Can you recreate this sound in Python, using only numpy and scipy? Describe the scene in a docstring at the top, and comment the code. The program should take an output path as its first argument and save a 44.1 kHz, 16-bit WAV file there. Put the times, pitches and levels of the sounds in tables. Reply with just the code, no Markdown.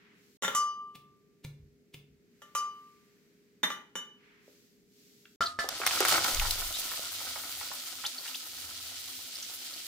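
"""Garlic in a mortar, then onion in hot oil

In a quiet living room a brass pestle clinks on a mortar's wall, thuds into garlic and is laid down.
The brass rings as decaying, beating modes; each pound is a crunch of clicks over a booming floor.
In a kitchen a heavy pan clanks on a gas ring and chopped onion drops into hot oil. Random clicks
through filters patter, spit and settle to an even sizzle; gliding sines squeal.
Filtered noise makes the room air, the clothes, the flame and the gusts."""
import sys
import numpy as np
from scipy import signal
from scipy.fft import rfft, irfft
from scipy.io import wavfile

SR = 44100
rng = np.random.default_rng(int(sys.argv[2]) if len(sys.argv) > 2 else 0)


def int16_out(signal):
    """Quantize to a 16-bit WAV file."""
    q = np.round(np.clip(np.atleast_2d(signal).T, -1, 1) * 32767)
    wavfile.write(sys.argv[1], SR, q.astype(np.int16))


N = 435246
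T = np.arange(N) / SR
AGE = T[:SR]   # time since an onset
SIDES = np.array([[1], [-1]])   # left, right


def from_db(db):
    """Amplitude of a level in dB."""
    return 10 ** (np.asarray(db) / 20)


def add(track, s, sound):
    """Mix a sound into a track from time s on."""
    at = round(s * SR)
    track[..., at:at + sound.shape[-1]] += sound[..., :N - at]


def together(*levels):
    """Level of unrelated sounds heard at once: their powers add."""
    return np.sqrt(sum(level ** 2 for level in levels))


def rms_one(x):
    """Scale so that the middle of the channels has rms 1."""
    return x / np.sqrt(np.mean(np.atleast_2d(x).mean(0) ** 2) + 1e-20)


def colour(x, spectrum, size=8192):
    """Causal (minimum-phase) filter that follows (Hz, dB) points and falls away beyond them."""
    hz, db = np.transpose(spectrum)
    octave = np.log2(np.maximum(np.fft.rfftfreq(size, 1 / SR), 1))
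    points = np.log2(hz)
    beyond = np.abs(octave - np.clip(octave, points[0], points[-1]))
    shape_db = np.interp(octave, points, db) - np.minimum(30 * beyond, 70)
    # folding the cepstrum gives minimum phase
    cepstrum = irfft(np.log(from_db(shape_db)))[:size // 2]
    cepstrum[1:] *= 2
    response = irfft(np.exp(rfft(cepstrum, size)))
    filtered = signal.oaconvolve(np.atleast_2d(x), response[None], axes=1)
    return filtered[:, :x.shape[-1]].reshape(x.shape)


def drift(rate, t=T):
    """Slow chance: normal knots, rate per second, joined by lines."""
    knots = rng.standard_normal(int(t[-1] * rate) + 2)
    return np.interp(t * rate, np.arange(len(knots)), knots)


def noise(spectrum, side_db):
    """Coloured stereo noise, rms 1 in the middle."""
    mid, side = rng.standard_normal((2, N))
    return rms_one(colour(mid + from_db(side_db) * side * SIDES, spectrum))


def swell(s, rise_s, fall_s):
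    """A rounded rise to 1 at time s and a rounded fall."""
    width_s = np.where(T < s, rise_s, fall_s)
    return np.exp(-np.minimum(((T - s) / width_s) ** 2, 40))


def envelope(s, attack_s, hold_s, fall_db_per_s):
    """Rise from time s; from hold_s after s on, die away."""
    fall_db = np.clip(fall_db_per_s * (T - s - hold_s), 0, 200)
    return np.clip((T - s) / attack_s, 0, 1) * from_db(-fall_db)


def mode(hz, t60, phase=0):
    """One decaying partial."""
    return np.sin(2 * np.pi * hz * AGE + phase) * from_db(-60 * AGE / t60)


def contact(t60, grit):
    """A click followed by a short gritty crush; energy 1."""
    burst = grit * rng.standard_normal(SR) * from_db(-60 * AGE / t60)
    burst[0] += 1
    return burst / np.linalg.norm(burst)


def rattle(length_s, per_s):
    """A first click and a run of smaller ones at uneven moments, 20 dB down after length_s; energy 1."""
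    happens = rng.random(SR) < per_s / SR
    clicks = rng.standard_normal(SR) * happens * from_db(-20 * AGE / length_s)
    clicks[0] = 2
    return clicks / np.linalg.norm(clicks)


def grains(per_s, spread_db):
    """Clicks at random moments, mostly small and a few large."""
    sizes = from_db(spread_db * np.minimum(rng.exponential(1, N), 5)) * rng.choice([-1, 1], N)
    return sizes * (rng.random(N) < per_s / SR)


def crackle(per_s, spread_db, shared, spectrum):
    """Bursts all over the pan: some reach both sides alike, the rest mainly one."""
    both, left, right = [grains(per_s, spread_db) for _ in range(3)]
    return rms_one(colour(shared * both + np.array([left, right]), spectrum))


def plop(hz, cycles, rise):
    """A bubble rings for some cycles, its pitch rising as it surfaces."""
    turns = hz * AGE[:SR // 20]
    glide = 1 + rise * np.minimum(turns / cycles, 2) / 2
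    return np.sin(2 * np.pi * turns * glide) * from_db(-60 * turns / cycles)


def room(x, wet_db, t60, lag=1):
    """Direct sound, right side late by lag samples, plus a tail alike in the bass and shorter in the treble."""
    mid, side = rng.standard_normal((2, SR))
    side_filter = signal.butter(1, 1100, "high", fs=SR, output="sos")
    white = mid + signal.sosfilt(side_filter, side) * SIDES
    low = signal.sosfilt(signal.butter(1, 2500, fs=SR, output="sos"), white)
    bass_tail = low * from_db(-60 * AGE / t60)
    treble_tail = (white - low) * from_db(-60 * AGE / (0.62 * t60))
    tail = (bass_tail + treble_tail) * (AGE > .002)
    tail /= np.linalg.norm(tail, axis=1, keepdims=True)
    left, right = np.broadcast_to(x, (2, N))
    direct = np.array([left, np.interp(np.arange(N) - lag, np.arange(N), right)])
    return direct + from_db(wet_db) * signal.oaconvolve(direct, tail, axes=1)[:, :N]


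# living room air spectrum: f/Hz, level/dB
AIR_SPECTRUM = [(30, -19), (100, -11), (185, 1), (260, 0.5), (350, -6.5), (420, -4), (520, -15),
                (1000, -36)]
# cloth swish spectrum: f/Hz, level/dB
SWISH_SPECTRUM = [(600, -16), (1500, -1.5), (2200, 1), (3500, -10), (6000, -19.5)]
# fine cloth rustle spectrum: f/Hz, level/dB
RUSTLE_SPECTRUM = [(2000, -3.5), (4500, 4.5), (7200, 2), (10000, -6), (12500, 1), (15500, -4)]
# sleeve and skirt movements: t at the fastest/s, length/s, swish level/dB, rustle level/dB
CLOTH_MOVES = [(0.023, 0.24, -66.5, -100), (0.256, 0.38, -91, -72.5), (2.585, 1, -75, -74.5),
               (4.258, 0.27, -66.5, -84), (4.502, 0.3, -80, -69.5), (5.03, 0.44, -81.5, -67)]
AIR_DB, HUM_HZ, HUM_DB = -68, 410, -68
MOVE_RISE_SHARE = 0.27   # a movement starts faster than it ends
STILL_SWISH_DB, STILL_RUSTLE_DB = -84.5, -83   # faint hiss between movements


def living_room():
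    """Steady noise for the air with a faint sine hum; cloth noise follows the speed of each movement."""
    swish, rustle = from_db(STILL_SWISH_DB), from_db(STILL_RUSTLE_DB)
    for s, length, swish_db, rustle_db in CLOTH_MOVES:
        speed = swell(s, MOVE_RISE_SHARE * length, length)
        swish = together(swish, from_db(swish_db) * speed)
        rustle = together(rustle, from_db(rustle_db) * speed)
    air = from_db(AIR_DB) * noise(AIR_SPECTRUM, side_db=-7.5)
    hum = from_db(HUM_DB) * np.sin(2 * np.pi * HUM_HZ * T)
    clothes = swish * noise(SWISH_SPECTRUM, side_db=-0.5) + rustle * noise(RUSTLE_SPECTRUM, side_db=0.5)
    return air + hum + clothes


# air buffeting spectrum: f/Hz, level/dB
BUFFET_SPECTRUM = [(14, 10), (22, 20.5), (29, 13), (38, 1), (50, 11), (70, -14)]
# flame flutter spectrum: f/Hz, level/dB
FLAME_SPECTRUM = [(40, -71), (70, 9), (105, 10), (135, -7), (200, -50)]
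# burner drone spectrum: f/Hz, level/dB
BURNER_SPECTRUM = [(150, -40), (195, 1), (230, -16.5), (255, 12), (280, -1.5), (320, 1.5), (450, -8),
                   (700, -11.5)]
# air pushed at the microphone by the hand: t at the peak/s, level/dB
HAND_GUSTS = [(6.07, -67), (6.41, -31.5)]
# flutter of the gas flame: t/s, level/dB
FLAME_FLUTTER = [(7.0, -68.5), (7.59, -65.5), (7.82, -81), (7.97, -67), (8.21, -96), (8.63, -63),
                 (9.84, -76.5)]
GUST_ATTACK_S, GUST_FALL_DB_PER_S = 0.089, 66
GUST_FLUTTER_DB = -12.5   # higher flutter that comes with a gust, against the gust
LANDING_THUD_DB = -56.5   # low thud of the onion on the iron


def stove(landing):
    """Flame noise flutters over the burner's drone; onion thuds, and the withdrawing hand's air buffets."""
    flame_db = np.interp(T, *np.transpose(FLAME_FLUTTER))
    gust = 0
    for s, db in HAND_GUSTS:
        gust = gust + from_db(db) * envelope(s - GUST_ATTACK_S, GUST_ATTACK_S, GUST_ATTACK_S, GUST_FALL_DB_PER_S)
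    flutter = together(from_db(flame_db), from_db(LANDING_THUD_DB) * landing,
                       from_db(GUST_FLUTTER_DB) * gust)
    buffeting = gust * noise(BUFFET_SPECTRUM, side_db=-13)
    flame = flutter * noise(FLAME_SPECTRUM, side_db=-10.0)
    return buffeting + flame + from_db(-66.0) * noise(BURNER_SPECTRUM, side_db=-7.0)


# small knocks of handling: t/s, level/dB, f/Hz
HANDLING_TAPS = [(4.478, -47, 444), (5.254, -44, 2460)]


def taps():
    """Dull little knocks: gritty contacts filtered around one pitch each."""
    out = np.zeros(N)
    for s, db, hz in HANDLING_TAPS:
        tap = colour(contact(t60=0.015, grit=0.48), [(hz / 2, -9), (hz, 0), (hz * 1.38, -8)])
        add(out, s, from_db(db) * tap / np.abs(tap).max())
    return room(out, wet_db=-4.0, t60=0.37)


# blows cushioned by garlic: t/s, relative crunch level/dB, relative floor thump level/dB
CUSHIONED_BLOWS = [(0.955, -48.5, -57.5), (1.448, -45.5, -38), (1.944, -47.5, -48.5)]
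# crunch spectrum: f/Hz, level/dB
CRUNCH_SPECTRUM = [(200, 8.5), (700, -10), (1500, -12), (2300, -2.5), (3600, -2), (5500, -11.5),
                   (10000, -15), (16000, -12)]
# floorboard modes: f/Hz, relative level/dB, t60/s
FLOOR_MODES = [(62, -27.5, 0.83), (115, -7.5, 0.33), (144.3, -6.5, 0.53)]
ROCK_BACK_S, ROCK_BACK_DB = 0.14, -14.5   # after a pound the mortar settles back on the carpet


def pounding(crush_s=0.0045):
    """Cloves crunch briefly; the floor under the carpet booms, and again softly as the mortar rocks back."""
    crunch, thump = np.zeros((2, N))
    boards = sum(from_db(db) * mode(hz, t60) for hz, db, t60 in FLOOR_MODES)
    for s, crunch_db, thump_db in CUSHIONED_BLOWS:
        crunch += from_db(crunch_db) * np.exp(-np.minimum(np.abs(T - s) / crush_s, 20))
        add(thump, s, from_db(thump_db) * boards)
        rocking = colour(contact(t60=0.35, grit=0.86), [(45, -6.0), (70, -2), (170, -9.5)])
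        rocking /= np.abs(rocking).max()
        add(thump, s + ROCK_BACK_S, from_db(thump_db + ROCK_BACK_DB) * rocking)
    crunch *= from_db(2.5) * rms_one(colour(grains(5000, spread_db=2.5), CRUNCH_SPECTRUM))
    boom = room(thump, wet_db=-8, t60=.5)
    return room(crunch, wet_db=-2.0, t60=0.41) + from_db(3.5) * boom


CHATTER_RAD, CHATTER_PER_S = 3.3, 76   # a pestle resting on the wall makes its ring stutter
SPLIT_HZ = 4.0   # the oval mode beats with a twin this much higher; higher modes beat faster
BLOOM_S = .07   # how slowly a ring swells as it fills the room
WAVER_DB, WAVER_PER_S = 3.5, 55   # the higher rings waver as the hand moves over the mouth


def wall_mode(hz, t60, free, late, twin=.42, twin_life=.85, twin_phase=1.4, ear_phase=.74):
    """A beating pair, one damped sooner by the carpet; it swells, wavers, and stutters under a firm hand."""
    shortness = min(hz / 3000, 1)   # short waves meet the two sides out of step, and the hand shades them
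    phase = SIDES * ear_phase * shortness
    stutter = CHATTER_RAD * np.clip(1 - free, 0, 1) ** 3 * drift(CHATTER_PER_S, AGE)
    twin_hz = hz + SPLIT_HZ * np.sqrt(hz / WALL_LOBES[0][0])
    pair = mode(hz, t60 * free, phase + stutter)
    pair = pair + twin * mode(twin_hz, t60 * free * twin_life, phase - twin_phase - 2 * stutter)
    bloom = 1 - late * np.exp(-AGE / BLOOM_S)
    return pair * bloom * from_db(WAVER_DB * shortness * drift(WAVER_PER_S, AGE))


# brass on brass: t/s, relative level/dB, height on the wall (0 bottom, 1 rim),
# three-lobed mode/dB against the knock, share of the free ring time left by the hand
BRASS_BLOWS = [(.423, -29.5, 0.57, -14.5, .6), (0.4344, -26.5, 0.37, -11.5, .48),
               (.441, -32.5, 0.42, -11.5, .7), (.448, -28, 0.095, -5, .37), (.480, -25.5, 0.39, -7, .15),
               (.527, -45, 1, -3, .42), (.5495, -27, 1, -10.5, .96), (2.419, -46, 0.69, -10, .49),
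               (2.5506, -28, 0.89, -12, .78), (3.632, -23.5, 0.42, -19, .3), (3.6351, -25, .06, -13, .3),
               (3.6425, -31, 0.74, -19, .23), (3.7029, -32, 0.79, -7, .36),
               (3.716, -40.5, 0.087, -6.5, .56), (3.9548, -32.5, 0.39, -3, 0.65)]
# rim flexing in two (oval), three and four lobes: f/Hz, relative level/dB, free t60/s, late-swelling share
WALL_LOBES = [(1181, -.5, .78, .45), (2971, 3, .62, .55), (4872, -1.5, .42, .85)]
# higher modes of the mortar wall: f/Hz, relative level/dB
UPPER_WALL_MODES = [(5778, -4.5), (6092, -4), (6917, -4), (7260, 0), (9145, -11), (9413, -14), (9800, -14),
                    (10140, -13), (11130, -15), (11950, -13), (13350, -13), (14950, -12)]
# pestle modes, damped by the fist: f/Hz, relative level/dB
PESTLE_MODES = [(1018, -13), (1500, -6), (1740, -13), (1850, -9), (1922, -8), (2080, -6.5)]
# dead knock spectrum of each contact: f/Hz, level/dB
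KNOCK_SPECTRUM = [(80, -32.5), (150, -1), (300, -1), (500, -5), (950, -6.5), (1900, -2.5), (2600, -12),
                  (3750, -8), (4450, -23), (5200, -21), (6100, -11), (7400, -18), (8400, -30.5),
                  (9500, -15), (10900, -28), (12000, -16.5), (13900, -27), (15000, -21.5)]
# levels against the knock: a blow at the bottom rings the pestle, one at the rim the mortar's oval mode
OVAL_AT_BOTTOM_DB, OVAL_AT_RIM_DB = -27.5, 8
PESTLE_AT_BOTTOM_DB, PESTLE_AT_RIM_DB = 1.5, -30.5
BENDING_HZ, BENDING_AT_BOTTOM_DB, BENDING_AT_RIM_DB = 3612, 6, -48   # the pestle's bright bending mode
FOUR_LOBED_FOLLOWS, FOUR_LOBED_DB = .6, -10.5   # dB per dB of the oval mode; offset
UPPER_WALL_DB, GRIP_LOSS_DB = -4, 17.5   # higher wall modes; how much a firm grip takes from them
WALL_RING_CYCLES, WALL_BLOOM_SHARE = 2000, .3   # higher modes: t60 when free; late share
PESTLE_T60_S = .12
RIM_CUT_HZ = 1200   # a knock at the rim lacks the bass of one at the bottom


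def mortar(ear_phase=0.74, scatter_db=2):
    """Each blow grates briefly and rings pestle and wall modes, balanced by its height on the wall."""
    knocks, (ring, chime, clink) = np.zeros(N), np.zeros((3, 2, N))
    for s, knock_db, height, three_lobed_db, free in BRASS_BLOWS:
        oval_db = OVAL_AT_BOTTOM_DB + height * (OVAL_AT_RIM_DB - OVAL_AT_BOTTOM_DB)
        pestle_db = PESTLE_AT_BOTTOM_DB + height * (PESTLE_AT_RIM_DB - PESTLE_AT_BOTTOM_DB)
        bending_db = BENDING_AT_BOTTOM_DB + height * (BENDING_AT_RIM_DB - BENDING_AT_BOTTOM_DB)
        four_lobed_db = FOUR_LOBED_DB + FOUR_LOBED_FOLLOWS * oval_db

        thin = signal.butter(1, 10 + RIM_CUT_HZ * height ** 2, "high", fs=SR, output="sos")
        grating = signal.sosfilt(thin, rattle(length_s=0.008, per_s=2500))
        add(knocks, s, from_db(knock_db + 31) * grating)

        lobes_db = (oval_db, three_lobed_db, four_lobed_db)
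        for (hz, db, t60, late), excited_db in zip(WALL_LOBES, lobes_db):
            add(ring, s, from_db(knock_db + excited_db + db) * wall_mode(hz, t60, free, late))

        upper_db = knock_db + UPPER_WALL_DB - GRIP_LOSS_DB * (1 - free)
        for hz, db in UPPER_WALL_MODES:
            partial = wall_mode(hz, WALL_RING_CYCLES / hz, free, WALL_BLOOM_SHARE)
            add(chime, s, from_db(upper_db + db) * partial)

        for hz, db in PESTLE_MODES + [(BENDING_HZ, bending_db - pestle_db)]:
            amplitude = from_db(knock_db + pestle_db + db + rng.normal(0, scatter_db))
            polarity = rng.choice([-1, 1])
            add(clink, s, amplitude * polarity * mode(hz, PESTLE_T60_S, SIDES * ear_phase))
    ring = room(ring, wet_db=-11, t60=.4, lag=0)
    chime = room(chime, wet_db=-4, t60=.3, lag=0)
    clink = room(clink, wet_db=-6, t60=.2, lag=0)
    near = room(colour(knocks, KNOCK_SPECTRUM), wet_db=-3, t60=.04)
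    return room(near, wet_db=-0.5, t60=0.45) + from_db(-1.5) * ring + chime + clink


# steam squeezed out under the onion: t/s, level/dB, length/s, start f/Hz, end f/Hz
STEAM_SQUEALS = [(5.421, -34, .022, 2900, 8550), (5.456, -30.5, 0.021, 4420, 3900),
                 (6.734, -35.5, 0.029, 3680, 3950), (8.046, -30, 0.026, 3140, 5400),
                 (8.18, -34.5, 0.011, 4480, 4600), (8.277, -38.5, 0.011, 2940, 3000),
                 (8.342, -34.5, .02, 2664, 8250), (9.353, -35, 0.0094, 4740, 5600),
                 (9.423, -36, .01, 5860, 6600), (9.735, -39, 0.011, 4560, 5560)]
SQUEAL_CURVE = 2.2   # the glide starts slowly and speeds up by this power


def squeals(waver=.085):
    """Short unsteady sines that glide ever faster as the steam pocket shrinks."""
    out, wobble = np.zeros(N), 1 + waver * drift(2500)
    for s, db, length, start_hz, end_hz in STEAM_SQUEALS:
        count, at = int(length * SR), round(s * SR)
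        glide = np.linspace(0, 1, count) ** SQUEAL_CURVE
        hz = start_hz * (end_hz / start_hz) ** glide * wobble[at:at + count]
        whistle = np.sin(2 * np.pi * np.cumsum(hz) / SR)
        add(out, s, from_db(db) * signal.windows.tukey(count, .5) * whistle)
    return room(out, wet_db=-6, t60=.2)


# drops of water bursting in the oil: t/s, level/dB, lowest f/Hz
WATER_POPS = [(5.689, -14.5, 900), (5.8652, -7, 1060), (5.8733, -10, 1560), (6.005, -10, 575),
              (6.052, -8.5, 690), (6.084, -8.5, 900), (6.243, -13, 2500), (6.347, -14, 5030),
              (6.3972, -14.5, 2540), (6.509, -9, 4400), (6.726, -19.5, 6000)]


def pops():
    """Single sharp cracks: bright contacts, a millisecond or two long."""
    out = np.zeros(N)
    for s, db, low_hz in WATER_POPS:
        crack = colour(contact(t60=0.0047, grit=1.0), [(low_hz / 2, -8), (low_hz, 0), (15000, -6)])
        add(out, s, from_db(db) * crack / np.abs(crack).max())
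    return room(out, wet_db=-5.0, t60=0.011, lag=0.98)


# larger pockets of trapped steam sputtering out of the heap: t/s, level/dB, f/Hz
STEAM_GURGLES = [(6.122, -19.5, 1210), (6.25, -23.5, 1230), (6.415, -26.5, 1210), (6.451, -26, 1240),
                 (6.62, -32, 1360), (6.917, -30.5, 1450), (7.358, -32.5, 1290), (7.436, -37, 1400),
                 (7.612, -33.5, 1350), (7.716, -32, 1100), (8.04, -30, 1340), (8.065, -18, 6000),
                 (8.258, -33.5, 1700)]


def gurgles(cycles=18, rise=0.089, bubble_db=-8):
    """Each pocket escapes in a quick run of wet clicks, with a bubble ringing in it."""
    out = np.zeros(N)
    for s, db, hz in STEAM_GURGLES:
        splash = colour(rattle(length_s=0.051, per_s=660), [(hz / 2, -6), (hz, 0), (hz * 1.63, -6)])
        add(out, s, from_db(db) * splash / np.abs(splash).max())
        add(out, s, from_db(db + bubble_db) * plop(hz, cycles, rise))
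    return room(out, wet_db=-1, t60=0.039, lag=0.46)


# clumps of onion hitting the iron: t/s, level/dB, f/Hz
ONION_SLAPS = [(5.643, -28, 575), (5.801, -28.5, 610), (5.817, -20.5, 1570), (5.835, -21, 1330),
               (5.91, -17.5, 1600), (6.006, -17, 675), (6.051, -12, 1270), (6.141, -20, 1410)]


def slaps():
    """Wet clumps land flat on the iron, each a short dull smack of filtered clicks."""
    out = np.zeros(N)
    for s, db, hz in ONION_SLAPS:
        slap = colour(rattle(length_s=0.0058, per_s=1300), [(hz / 2, -6), (hz, 0), (hz * 2, -9)])
        add(out, s, from_db(db) * slap / np.abs(slap).max())
    return room(out, wet_db=-1, t60=0.28)


# the handful of onion lands in portions: start t/s, length/s, level/dB
ONION_PORTIONS = [(5.671, 0.22, -12), (5.839, 0.22, -5.5), (6.054, 0.097, -2)]
LANDING_ATTACK_S, LANDING_RELEASE_DB_PER_S = 0.039, 47
DRYING_DB_PER_S = 7   # the water on the cut faces boils off


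def onion():
    """Three levels, each up to about 1: onion landing now, water left on its faces, and the heap in the oil."""
    landing = together(*[from_db(db) * envelope(s, LANDING_ATTACK_S, length, LANDING_RELEASE_DB_PER_S)
                         for s, length, db in ONION_PORTIONS])
    arriving = landing ** 2 / np.sum(landing ** 2)
    water = signal.lfilter([1], [1, -from_db(-DRYING_DB_PER_S / SR) ** 2], arriving)
    return landing, np.sqrt(water), np.sqrt(np.cumsum(arriving))


# knocks on the pan: t/s, relative level/dB, most excited f/Hz, low thud level/dB, rattle t60/s
PAN_KNOCKS = [(5.408, -16.5, 1370, -16, 0.13), (5.589, -16.5, 1820, -11, 0.15)]
# pan modes: f/Hz, relative level/dB, t60/s
PAN_MODES = [(690, -23, .22), (1244, -25, .5), (1305, -20, .07), (1365, -19, .11), (1610, -27, .08),
             (1738, -20, .12), (2004, -26, .09), (2960, -29, .16), (3612, -26, .14), (4520, -24, .14),
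             (5170, -26, .11)]


def pan_clanks(favour_db=12, favour_octaves=0.17, knock_db=15):
    """The spot that is struck favours the modes near one pitch; the pan rattles briefly on its grate."""
    out = np.zeros(N)
    for s, db, centre_hz, thud_db, rattle_s in PAN_KNOCKS:
        ring = np.zeros(SR)
        for hz, level_db, t60 in PAN_MODES:
            nearness = np.exp(-(np.log2(hz / centre_hz) / favour_octaves) ** 2)
            ring += from_db(level_db + favour_db * nearness) * mode(hz, t60)
        spectrum = [(60, thud_db), (centre_hz / 2, thud_db), (centre_hz, 2),
                    (2600, -11), (5000, -7), (8000, -17), (15000, -20)]
        grate = colour(contact(t60=rattle_s, grit=0.72), spectrum)
        add(out, s, from_db(db) * (ring + from_db(knock_db) * grate))
    return room(out, wet_db=-0.5, t60=0.29, lag=0.97)


# patter spectrum: f/Hz, level/dB
PATTER_SPECTRUM = [(130, -38), (180, -16), (310, -4.5), (450, -10), (660, 0), (830, -2.5), (1100, -3),
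                   (1380, 9), (1750, -7.5), (2100, 1.5), (3200, -25)]
# sizzle spectrum: f/Hz, level/dB
SIZZLE_SPECTRUM = [(1500, -9), (2000, -3.5), (2700, -1.5), (2950, 2.5), (4600, 4), (6500, -1), (9500, -5),
                   (11000, -15.5)]
# fine spray spectrum: f/Hz, level/dB
SPRAY_SPECTRUM = [(6500, 0), (9000, -1), (10300, 3.5), (11200, 0.5), (13000, 3), (15300, 4), (16200, -25)]
# relative levels: while onion lands, from the water on its faces, from steady frying
PATTER_DB, FRY_DB, SPRAY_DB = (-32, -44, -61), (-30.5, -37, -46.5), (-34, -40.5, -51)
LANDING_UNEVEN_DB = 3.0   # extra spread in size per unit of landing level
SPRAY_POWER = 2.4   # fine spray needs a heavy landing
SPIT_DB, SPIT_FALL_DB_PER_S = -39.5, 168   # the oil spits when the pan is knocked


def frying(landing, water, heap, clump_db=3.5, pan_ring_db=-44, bubbles_db=-5, cycles=12):
    """Wet pieces patter on the iron and bubble; countless steam pockets burst, the smallest as fine spray."""
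    def level(dbs, impact):
        """Landing, surface water and steady frying add up in power."""
        return together(*[from_db(db) * cause for db, cause in zip(dbs, (impact, water, heap))])

    spit = from_db(SPIT_DB) * sum(envelope(s, 0.0065, 0, SPIT_FALL_DB_PER_S) for s, *_ in PAN_KNOCKS)

    # falling pieces differ more in size than the ticks of steady frying
    uneven_db = LANDING_UNEVEN_DB * landing
    drops = grains(1700, spread_db=3.4 + uneven_db) * from_db(clump_db * drift(45) - 2 * uneven_db)
    iron = sum(from_db(db) * mode(hz, t60) for hz, db, t60 in PAN_MODES)
    drops = drops + from_db(pan_ring_db) * signal.oaconvolve(drops, iron)[:N]
    bubbles = np.zeros(N)
    for hz in np.geomspace(600, 2600, num=14):
        bubbles += signal.oaconvolve(grains(9, spread_db=2.6), plop(hz, cycles, rise=.12))[:N]
    wet = rms_one(colour(drops, PATTER_SPECTRUM)) + from_db(bubbles_db) * rms_one(bubbles)
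    patter = level(PATTER_DB, landing) * rms_one(room(wet, wet_db=-6, t60=0.32, lag=4.1))

    # slight left-right tilt plus an unsteady level
    fry = together(level(FRY_DB, landing), spit) * from_db(-.5 * SIDES + 1.26 * drift(40))
    fry = fry * crackle(7000, spread_db=4.0, shared=0.33, spectrum=SIZZLE_SPECTRUM)
    spray = together(level(SPRAY_DB, landing ** SPRAY_POWER), from_db(-12.5) * spit)
    spray = spray * from_db(0.24 * SIDES + 2.35 * drift(40))
    spray = spray * crackle(5000, spread_db=3.0, shared=0.2, spectrum=SPRAY_SPECTRUM)
    return patter + fry + spray


# moments of silence: from t/s, to t/s
SILENCES = [(.371, .419), (5.36, 5.406)]
KITCHEN_FROM_S = 5.4


def scene():
    """First the living room, then the kitchen, with two brief silences cut through everything."""
    in_kitchen = T >= KITCHEN_FROM_S
    landing, water, heap = onion()
    garlic = living_room() + pounding() + mortar()
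    cooking = stove(landing) + squeals() + pops() + gurgles() + slaps()
    cooking = cooking + pan_clanks() + frying(landing, water, heap)
    sound = garlic * ~in_kitchen + taps() + cooking * in_kitchen
    silent = np.any([(T > start) & (T < end) for start, end in SILENCES], axis=0)
    return sound * ~silent


CUTOFF_HZ = 15900


def record(dry):
    """A steep elliptic low-pass cuts the top."""
    return signal.sosfilt(signal.ellip(10, .2, 80, CUTOFF_HZ, fs=SR, output="sos"), dry)


dry = scene()
out = record(dry)
int16_out(out)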